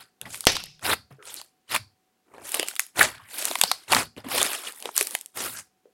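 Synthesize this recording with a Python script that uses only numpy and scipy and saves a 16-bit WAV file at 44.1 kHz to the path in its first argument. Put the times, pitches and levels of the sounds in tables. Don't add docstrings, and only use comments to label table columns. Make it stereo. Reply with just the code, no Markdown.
import sys
import numpy as np
from scipy import signal
from scipy.fft import rfft, irfft, next_fast_len
from scipy.io import wavfile
from scipy.ndimage import uniform_filter1d, map_coordinates

SR = 44100
rng = np.random.default_rng(int(sys.argv[2]) if len(sys.argv) > 2 else 0)


def generate_wav(signal):
    frames = np.transpose(np.atleast_2d(signal))
    scaled = np.clip(frames, -1, 1) * 32767
    pcm = np.round(scaled).astype(np.int16)
    wavfile.write(sys.argv[1], SR, pcm)


N = 261513
TOP_HZ = 16100
PEEL_RISE_S = .04

# (time [s], hold [s], fade [s], air pockets [dB], crackle [dB], fizz [dB], crackle pitch [Hz])
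PEELS = [(-.035, .015, .05, -56, -46, -50.5, 2490), (.822, .075, .012, -32, -26, -29.5, 2190),
         (1.692, .035, .018, -39, -26, -32, 2464), (2.961, .035, .065, -27, -21, -24, 1960),
         (3.888, .07, .04, -29, -23, -26, 2185), (5.35, .075, .05, -41, -35, -32.5, 2700)]


def amp(db):
    return 10 ** (np.asarray(db) / 20)


def unit(x):
    return x / np.sqrt(np.mean(x ** 2) + 1e-20)


def along(points, hz):
    f, v = np.transpose(points)
    return np.interp(np.log(hz + 1), np.log(f + 1), v)


def wobble(rate):
    knots = rng.standard_normal(int(N * rate / SR) + 4)
    return map_coordinates(knots, [np.arange(N) * rate / SR])


def filtered(x, response):
    m = next_fast_len(N + SR // 4)
    spectrum = rfft(x, m) * response(np.fft.rfftfreq(m, 1 / SR))
    return irfft(spectrum, m)[..., :N]


def coloured(x, points):
    return filtered(x, lambda hz: amp(along(points, hz)))


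def steady(x, size):
    power = np.mean(x ** 2, axis=0)
    power = uniform_filter1d(uniform_filter1d(power, size), size)
    return x / np.sqrt(np.abs(power) + 1e-12)


def stereo_noise(side_db, size):
    mid, side = rng.standard_normal((2, size))
    return mid + amp(side_db) * np.array([side, -side])


def resonate(x, hz, q):
    return signal.lfilter(*signal.iirpeak(min(hz, .4 * SR), max(q, 1), SR), x)


def kneading():
    # (frequency [Hz], level [dB])
    thud_colour = [(15, -16), (40, -15), (70, -2.5), (110, 6), (170, -3.5), (250, 3.5), (400, -25),
                   (900, -71)]
    pocket_colour = [(60, -46), (180, -11.5), (280, -0.5), (500, -1.5), (900, 1.5), (1300, -3), (2500, -30),
                     (8000, -57)]
    crackle_colour = [(200, -34.5), (700, -2), (1100, 2), (2000, -1.5), (3500, -1), (5200, 1.5),
                      (7000, -11.5), (14000, -29)]
    fizz_colour = [(1000, -35.5), (4000, -6.5), (5600, -2), (7000, -0.5), (9000, 1.5), (11500, 2.5),
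                   (12800, 0), (16000, -0.5)]
    thud_db, pocket_db, crackle_db, fizz_db, crackle_hz = strokes()
    clumps = jerks(per_second=140, relax_s=0.0078)
    rumble = coloured(stereo_noise(side_db=2.0, size=N), thud_colour)
    thud = amp(thud_db - 0.5) * steady(rumble, size=1500)
    pockets = swarm(pocket_db - 2.0, 700, 580, scatter=.45, cycles=1.1, spread_db=2.0,
                    width=0.29, colour=pocket_colour, size=600)
    crackle = swarm(crackle_db - 1.5, 3300, crackle_hz, scatter=.5, cycles=2.4, spread_db=0,
                    width=0.56, colour=crackle_colour, size=200)
    fizz = swarm(fizz_db - .4, 9000, 9000, scatter=0.25, cycles=4.5, spread_db=3.5,
                 width=0.72, colour=fizz_colour, size=56)
    snaps = ticks(np.minimum(fizz_db, -32) + 9.5, per_second=61, spread_db=-1.0, pan_db=4.5)
    return thud + amp(2.5 * clumps) * (pockets + crackle) + amp(2.3 * clumps) * fizz + snaps


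def strokes():
    # (time [s], level before the mix [dB])
    pats = [(.212, -48), (.25, -41), (1.103, -50), (4.167, -41.5), (4.237, -40), (4.262, -43)]
    # table thud, air pockets, crackle, fizz [dB]
    pat_mix_db = [-2.5, -3, -3, -13]
    # (time [s], rise [s], hold [s], fade [s],
    # table thud [dB], air pockets [dB], crackle [dB], fizz [dB], crackle pitch [Hz])
    squeezes_and_fizz = [(0.269, .08, .02, .14, -58, -55, -45, -40, 3390),
                         (0.464, .03, .005, .12, -68, -39, -24.5, -35, 4400),
                         (1.235, .055, .1, .08, -61.5, -52, -45, -42, 3300),
                         (2.28, .13, .05, .06, -58, -48, -53, -62, 1300),
                         (2.422, .06, .07, .15, -68, -50, -40, -35.5, 3050),
                         (2.519, .04, .04, .13, -62, -39, -36, -39.5, 2945),
                         (2.661, .02, .01, .08, -78, -57, -41, -37, 3660),
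                         (2.787, .018, .005, .08, -85, -60, -42.5, -37, 3100),
                         (3.05, .04, .19, .3, -61.5, -72, -51, -63, 1650),
                         (3.281, .13, .19, .06, -72, -45, -36, -33.5, 3030),
                         (3.609, .025, .025, .16, -60, -44, -33, -35.5, 3560),
                         (4.295, .055, .075, .06, -43.5, -31, -25.5, -27, 3140),
                         (4.42, .04, .1, .2, -78, -40, -31, -32, 2710),
                         (4.64, .03, .015, .025, -80, -47, -37, -39, 2550),
                         (4.72, .06, .14, .05, -81.5, -66, -57, -46, 3126),
                         (4.799, .05, .025, .07, -75, -43, -45, -52.5, 2550),
                         (4.936, .04, .04, .06, -64.5, -48, -33, -30, 4120),
                         (5.021, .03, .09, .12, -82, -50, -44, -38, 3400),
                         (5.46, .04, .095, .045, -51.5, -55, -43, -37, 2426)]
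    sag_db_per_s = 25
    peel_build_db_per_s = 20
    peel_thud_db = -7
    settle_mix_db, settle_fade_s = np.array([-19.5, -28.5, -23, -32]), .085
    rest_db = -88

    moves = []
    for s, db in pats:
        pat = grip(s, rise_s=.009, hold_s=0.013, fade_s=0.046, drift_db_per_s=0)
        moves.append((pat, db + np.array(pat_mix_db), 2090))
    for s, rise_s, hold_s, fade_s, *layers_db, hz in squeezes_and_fizz:
        moves.append((grip(s, rise_s, hold_s, fade_s, -sag_db_per_s), layers_db, hz))
    for s, hold_s, fade_s, pocket_db, crackle_db, fizz_db, hz in PEELS:
        pull = grip(s, PEEL_RISE_S, hold_s, fade_s, peel_build_db_per_s)
        moves.append((pull, [pocket_db + peel_thud_db, pocket_db, crackle_db, fizz_db], hz))
        settle = grip(s + hold_s, PEEL_RISE_S, 0, settle_fade_s, 0)
        moves.append((settle, crackle_db + settle_mix_db, hz))

    effort, mix_db, pitch_hz = map(np.array, zip(*moves))
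    power, weight = effort ** 2, amp(mix_db.T) ** 2
    levels_db = 10 * np.log10(weight @ power + amp(rest_db) ** 2)
    crackle_hz = (weight[2] * pitch_hz) @ power / (weight[2] @ power)
    ms = np.arange(N) * 1000 / SR
    return [np.interp(ms, np.arange(len(c)), c) for c in (*levels_db, crackle_hz)]


def grip(s, rise_s, hold_s, fade_s, drift_db_per_s):
    t = np.arange(0, N / SR, 1 / 1000) - s - rise_s
    climb = (np.minimum(t, 0) / max(rise_s, .002)) ** 2
    drop = np.maximum(t - hold_s, 0) / max(fade_s, .002)
    level_db = -20 * (climb + drop) + drift_db_per_s * np.clip(t, 0, hold_s)
    return amp(np.maximum(level_db, -150))


def jerks(per_second, relax_s):
    kicks = (rng.random(N) < per_second / SR) * rng.uniform(.3, 1, N)
    x = signal.lfilter([1], [1, -np.exp(-1 / (relax_s * SR))], kicks)
    return unit(x - x.mean())


def swarm(level_db, per_second, pitch_hz, scatter, cycles, spread_db, width, colour, size):
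    count = int(per_second * N / SR)
    chance = rng.random((count, 2))
    pitch, life, pan, skew = rng.standard_normal((count, 4)).T[:, :, None]
    burst_so_far = np.cumsum(amp(.27 * level_db))
    start = np.searchsorted(burst_so_far, chance[:, :1] * burst_so_far[-1])
    centre_hz = pitch_hz * np.exp(.13 * wobble(35))
    hz = np.minimum(centre_hz[start] * np.exp(scatter * pitch), TOP_HZ)
    turns = hz * np.arange(size) / SR
    strength = amp(spread_db * np.minimum(-np.log(1 - chance[:, 1:]), 5))
    decay = np.exp(-turns / (cycles * np.exp(life)))
    fade = strength * np.sqrt(hz) * decay * (1 - np.exp(-6 * turns))
    where = (start + np.arange(size)).ravel()

    def heard(side):
        tone = np.sin(2 * np.pi * turns + side * width * skew)
        return fade * np.exp(side * width * pan / 2) * tone

    pair = np.array([np.bincount(where, heard(side).ravel(), N + size)[:N] for side in (1, -1)])
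    return amp(level_db) * steady(coloured(pair, colour), size=700)


def ticks(level_db, per_second, spread_db, pan_db):
    snaps = (rng.random(N) < per_second / SR) * rng.choice([-1, 1], N)
    size_db = spread_db * np.minimum(rng.exponential(size=N), 3.5)
    place_db = pan_db * rng.standard_normal(N) / 2
    clicks = snaps * amp(level_db + size_db + np.array([place_db, -place_db]))
    high = resonate(clicks, 9700, q=1.3)
    middle = amp(-3.5) * resonate(clicks, 2600, q=2.2)
    low = amp(-4.5) * resonate(clicks, 900, q=2.2)
    return high + middle + low


def pops(size=1024):
    # (time [s], level of the opening [dB], cavity [Hz], opening [Hz], brightness [dB])
    bubbles = [(0.2145, -29, 1190, 3230, 7.5), (0.3446, -27, 1420, 3070, 2), (.4406, -32.5, 1030, 3960, -3),
               (0.52, -26.5, 940, 3820, 8.5), (0.5669, -19, 1140, 3750, -1.5),
               (0.6385, -29.5, 710, 4160, 6), (.794, -45, 1060, 3260, -1), (.8652, -19.5, 1110, 3500, -1),
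               (.9019, -19.5, 1040, 1980, -9.5), (0.9328, -16, 930, 1730, -5), (1.226, -41, 1260, 2620, -5),
               (1.4146, -32, 1000, 4130, 2), (1.7515, -16, 1240, 3570, -2), (1.7621, -15, 1300, 1960, 0),
               (2.3816, -40, 620, 1860, -10), (2.5434, -16.5, 700, 2600, 5),
               (2.5964, -12.5, 434, 3010, 2.5), (2.629, -17.5, 636, 2720, 0),
               (2.6849, -21.5, 1120, 2950, 8.5), (2.7117, -33, 1400, 2800, -3.5),
               (2.737, -43, 900, 2000, -6), (2.7638, -26.5, 1356, 2710, 5), (2.795, -12, 1270, 2090, 7),
               (2.9933, -12.5, 940, 3020, 3.5), (3.012, -7, 1460, 1770, -4), (3.0296, -14, 1290, 1610, 7.5),
               (3.1808, -44, 1200, 4000, -2), (3.4248, -23, 706, 2970, 4.5),
               (3.4538, -24.5, 1436, 3080, 17.5), (3.512, -20.5, 740, 3600, -3.5),
               (3.5547, -14.5, 930, 2330, -2), (3.6138, -6.5, 974, 2500, 7.5), (3.6366, -7.5, 697, 4250, 1),
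               (3.715, -8.5, 940, 4260, -1), (3.9205, -11.5, 730, 4150, 1.5), (3.9258, -9.5, 910, 2680, -3),
               (3.9328, -9, 920, 2210, -5), (3.9483, -9.5, 1210, 4250, -1), (3.966, -15, 1170, 1990, -6.5),
               (4.165, -38.5, 318, 2530, -5.5), (4.1789, -35.5, 341, 2960, -10.5),
               (4.345, -26, 520, 2500, -5), (4.4154, -13.5, 587, 2770, 3), (4.5327, -23, 1040, 2320, 7),
               (4.6475, -34.5, 600, 3060, 2), (4.8249, -30, 740, 3480, 5.5), (4.856, -22, 486, 3130, -3),
               (4.8904, -38.5, 885, 1400, -19.5), (4.9779, -10, 1440, 5800, 7),
               (5.0109, -12.5, 431, 2500, 7.5), (5.071, -32, 450, 2580, 19.5), (5.151, -15, 800, 2300, 5.5),
               (5.5888, -33, 795, 1714, 7), (5.8556, -62.5, 450, 1766, -20)]
    # (time [s], level of the opening [dB])
    films = [(0.3568, -45), (0.4076, -33), (0.4535, -37), (.659, -52.5), (1.3425, -40), (1.3649, -46),
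             (1.3883, -56), (2.4925, -42), (2.5195, -36.5), (2.5478, -29), (2.5702, -44), (2.7549, -40),
             (2.7704, -51), (2.8031, -33), (2.866, -50), (3.5256, -50), (3.588, -38.5), (4.288, -46),
             (4.4291, -23.5), (4.723, -48), (4.761, -57), (4.8028, -49), (4.9653, -29), (5.003, -36),
             (5.0273, -31.5), (5.1096, -41), (5.189, -49), (5.212, -44.5), (5.2605, -43)]
    cavity_rel_db, snap_rel_db = -3.5, -3.5
    tear_ms, tear_slope_db = 1.6, -0.64

    out = np.zeros((2, N + size))
    ms = np.arange(size) / SR * 1000
    clicks = [(s, db, 1050, 3400, 19.5) for s, db in films]
    for s, opening_db, cavity_hz, opening_hz, bright_db in bubbles + clicks:
        cavity_db = opening_db + cavity_rel_db - bright_db
        snap_db = opening_db + snap_rel_db + bright_db
        tearing = np.exp(-ms / (tear_ms * amp(tear_slope_db * max(bright_db, -4))))
        pan_db = rng.normal(-2, 4.7)
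        snap_hz = 9070 * np.exp(0.023 * rng.standard_normal())
        release = 2.7 * (ms == 0)
        cavity_drive = 1.2 * release + tearing * stereo_noise(side_db=-18.0, size=size)
        cavity = burst(cavity_drive, cavity_hz, q=1.7, skirt_q=0.99)
        opening_drive = release + tearing * stereo_noise(side_db=-16.5, size=size)
        opening = burst(opening_drive, opening_hz, q=2.5, skirt_q=1.1)
        snap_drive = release + tearing * stereo_noise(side_db=-2.5, size=size)
        snap = burst(snap_drive, snap_hz, q=1.6, skirt_q=1.05)
        push = amp(-28.5) * (1 - ms / 0.49) * np.exp(-ms / 0.76)
        tick_db = np.logaddexp(opening_db, snap_db) - 15
        tick = amp(tick_db) * burst(np.array([release, release]), 4200, q=1.02, skirt_q=1.02)
        pop = amp(cavity_db) * (cavity + push) + amp(opening_db) * opening + amp(snap_db) * snap + tick
        out[:, round(s * SR):][:, :size] += pop * amp([[pan_db / 2], [-pan_db / 2]])
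    return out[:, :N]


def burst(drive, hz, q, skirt_q):
    ring = resonate(resonate(drive, hz, q), hz, skirt_q)
    return ring / np.sqrt(np.mean(np.sum(ring ** 2, axis=1)) / (SR / 1000))


def big_pocket(s, blast_db, blast_s, spray_db, spray_s, thump_db, thump_hz):
    # (frequency [Hz], level [dB])
    blast_colour = [(30, -17), (80, -15.5), (230, -14), (400, -1), (720, 5), (1100, -13.5), (1900, 1),
                    (2800, -2), (4500, -4), (6200, -7), (7500, -8.5), (16000, -20.5)]
    spray_colour = [(150, -25), (300, -9), (450, 6.5), (750, -2), (1100, -8), (2000, 1), (3000, -3),
                    (5000, -1), (6200, 0.5), (7000, -13.5), (16000, -29.5)]
    t = np.maximum(np.arange(N) / SR - s, 0)
    blast_noise = unit(coloured(stereo_noise(side_db=-7, size=N), blast_colour))
    blast = amp(blast_db) * np.exp(-t / blast_s) * blast_noise
    spray_noise = unit(coloured(stereo_noise(side_db=-1.5, size=N), spray_colour))
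    spray = amp(spray_db) * np.exp(-t / spray_s) * spray_noise
    spray = spray * amp(1.5 * jerks(per_second=200, relax_s=.0018))
    thump = amp(thump_db) * np.exp(-t / 0.0042) * np.cos(2 * np.pi * thump_hz * t)
    tones = np.sin(2 * np.pi * 470 * t) + np.sin(2 * np.pi * 700 * t)
    hollow = amp(-9.0) * np.exp(-t / 0.003) * tones
    return (t > 0) * (blast + thump + hollow + spray)


def resonant_noises(size=16384):
    # (time [s], pitch [Hz], level [dB], fade [s])
    noise_table = [(.01, 1538, -61, 0.055), (0.226, 139, -55, .036), (.26, 1920, -41.5, 0.011),
                   (0.311, 110, -52.5, 0.054), (.5, 2700, -37, 0.1), (.56, 5100, -42.5, .11),
                   (.58, 3700, -48, .09), (.63, 147, -54.5, 0.14), (1.115, 131.3, -47.5, 0.039),
                   (0.918, 3800, -24, .012), (1.191, 430, -52.5, 0.057), (1.199, 1390, -54, .08),
                   (1.3, 3340, -45.5, .02), (1.375, 4270, -40, 0.021), (1.8, 103.9, -45.5, 0.045),
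                   (2.35, 547, -59.5, 0.054), (2.602, 2900, -33.5, 0.047), (2.6, 322, -43.5, .021),
                   (3.015, 1830, -11.5, 0.011), (3.1, 1690, -50.5, .12), (3.2, 1050, -50, 0.0081),
                   (3.25, 1950, -55, .08), (3.22, 99, -53, .037), (3.51, 328, -39.5, 0.021),
                   (3.64, 175, -40, 0.01), (3.68, 4900, -34, .045), (3.96, 263, -30.5, 0.016),
                   (4.264, 244, -35.5, 0.027), (4.345, 510, -29, 0.016), (4.41, 3540, -25, .013),
                   (4.675, 2900, -32.5, 0.0051), (5.016, 410, -36, 0.011), (5.37, 379, -52, 0.021),
                   (5.459, 1380, -34.5, 0.02), (5.55, 1560, -45, 0.046), (5.862, 461, -56, .03)]
    out = np.zeros((2, N + 2 * size))
    t = np.arange(size) / SR
    noises = [(*row, 3.8) for row in noise_table]
    peel_rings = [(s + PEEL_RISE_S + hold_s, 4534, crackle_db - 23, 0.063, 7)
                  for s, hold_s, _, _, crackle_db, _, _ in PEELS]
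    lead_s = .009
    for s, hz, db, fade_s, q in noises + peel_rings:
        ring = resonate(resonate(stereo_noise(side_db=-6.5, size=size), hz, q), hz, q)
        fade = np.exp(-(np.maximum(t - lead_s, 0) / fade_s) ** 1.35)
        swell = np.minimum(t / 0.0044, 1) ** 2 * fade
        start = max(round((s - lead_s) * SR), 0)
        out[:, start:][:, :size] += amp(db) * swell * steady(ring, size=900)
    return out[:, :N]


def room(x, wet_db):
    # (frequency [Hz], time [s])
    decay_times = [(100, 0.53), (400, 0.14), (1500, 0.2362), (3000, 0.17), (4800, 0.26), (7000, 0.23),
                   (15000, 0.16)]
    # (frequency [Hz], level [dB])
    echo_colour = [(100, 1), (500, -3), (1500, -6.5), (3000, -3), (5000, 3), (8000, -3.5), (15000, -3)]
    hz, t, z = signal.stft(stereo_noise(side_db=-2.5, size=SR // 2), SR, nperseg=256)
    shape = amp(along(echo_colour, hz)[:, None] - 60 * t / along(decay_times, hz)[:, None])
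    tail = signal.istft(z * shape, SR, nperseg=256)[1]
    tail *= 1 - np.exp(-np.arange(tail.shape[1]) / SR / 0.0016)
    return amp(wet_db) * signal.fftconvolve(x, tail / np.linalg.norm(tail[0]), axes=1)[:, :N]


def background(air_db, whine_hz, whine_db):
    # (frequency [Hz], relative level [dB])
    air_colour = [(15, -61), (25, -30.5), (153, -14.5), (180, -6), (223, -10), (405, -10.5), (677, -20.5),
                  (734, -8.5), (796, -18), (936, -18), (6380, -26), (14800, -29.5), (16000, -30)]
    air = unit(coloured(stereo_noise(side_db=0.5, size=N), air_colour))
    whine = np.sin(2 * np.pi * whine_hz * np.arange(N) / SR + 0.67 * wobble(18))
    return amp(air_db) * air + amp(whine_db) * whine


def scene():
    # (frequency [Hz], level [dB])
    snap_colour = [(100, -0.5), (6000, -2), (11800, 0), (13000, -6), (16000, -4)]
    bang = big_pocket(s=.4693, blast_db=2.0, blast_s=0.0018, spray_db=-12.5, spray_s=0.024,
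                      thump_db=-28.5, thump_hz=71)
    slime = kneading() + resonant_noises() + coloured(pops(), snap_colour) + bang
    # the left-right difference is turned down, most around 1500 Hz
    side_colour = [(100, -2), (400, -0.5), (1500, -8.5), (4000, -4.5)]
    side = coloured((slime[0] - slime[1]) / 2, side_colour)
    slime = slime.mean(axis=0) + np.array([side, -side])
    return slime + room(slime, wet_db=-15.5) + background(air_db=-69.5, whine_hz=750, whine_db=-77.5)


def record(dry):
    clipped = np.clip(dry, -1, 1)
    return filtered(clipped, lambda hz: 1 / np.sqrt(1 + (hz / TOP_HZ) ** 160))


dry = scene()
out = record(dry)
generate_wav(out)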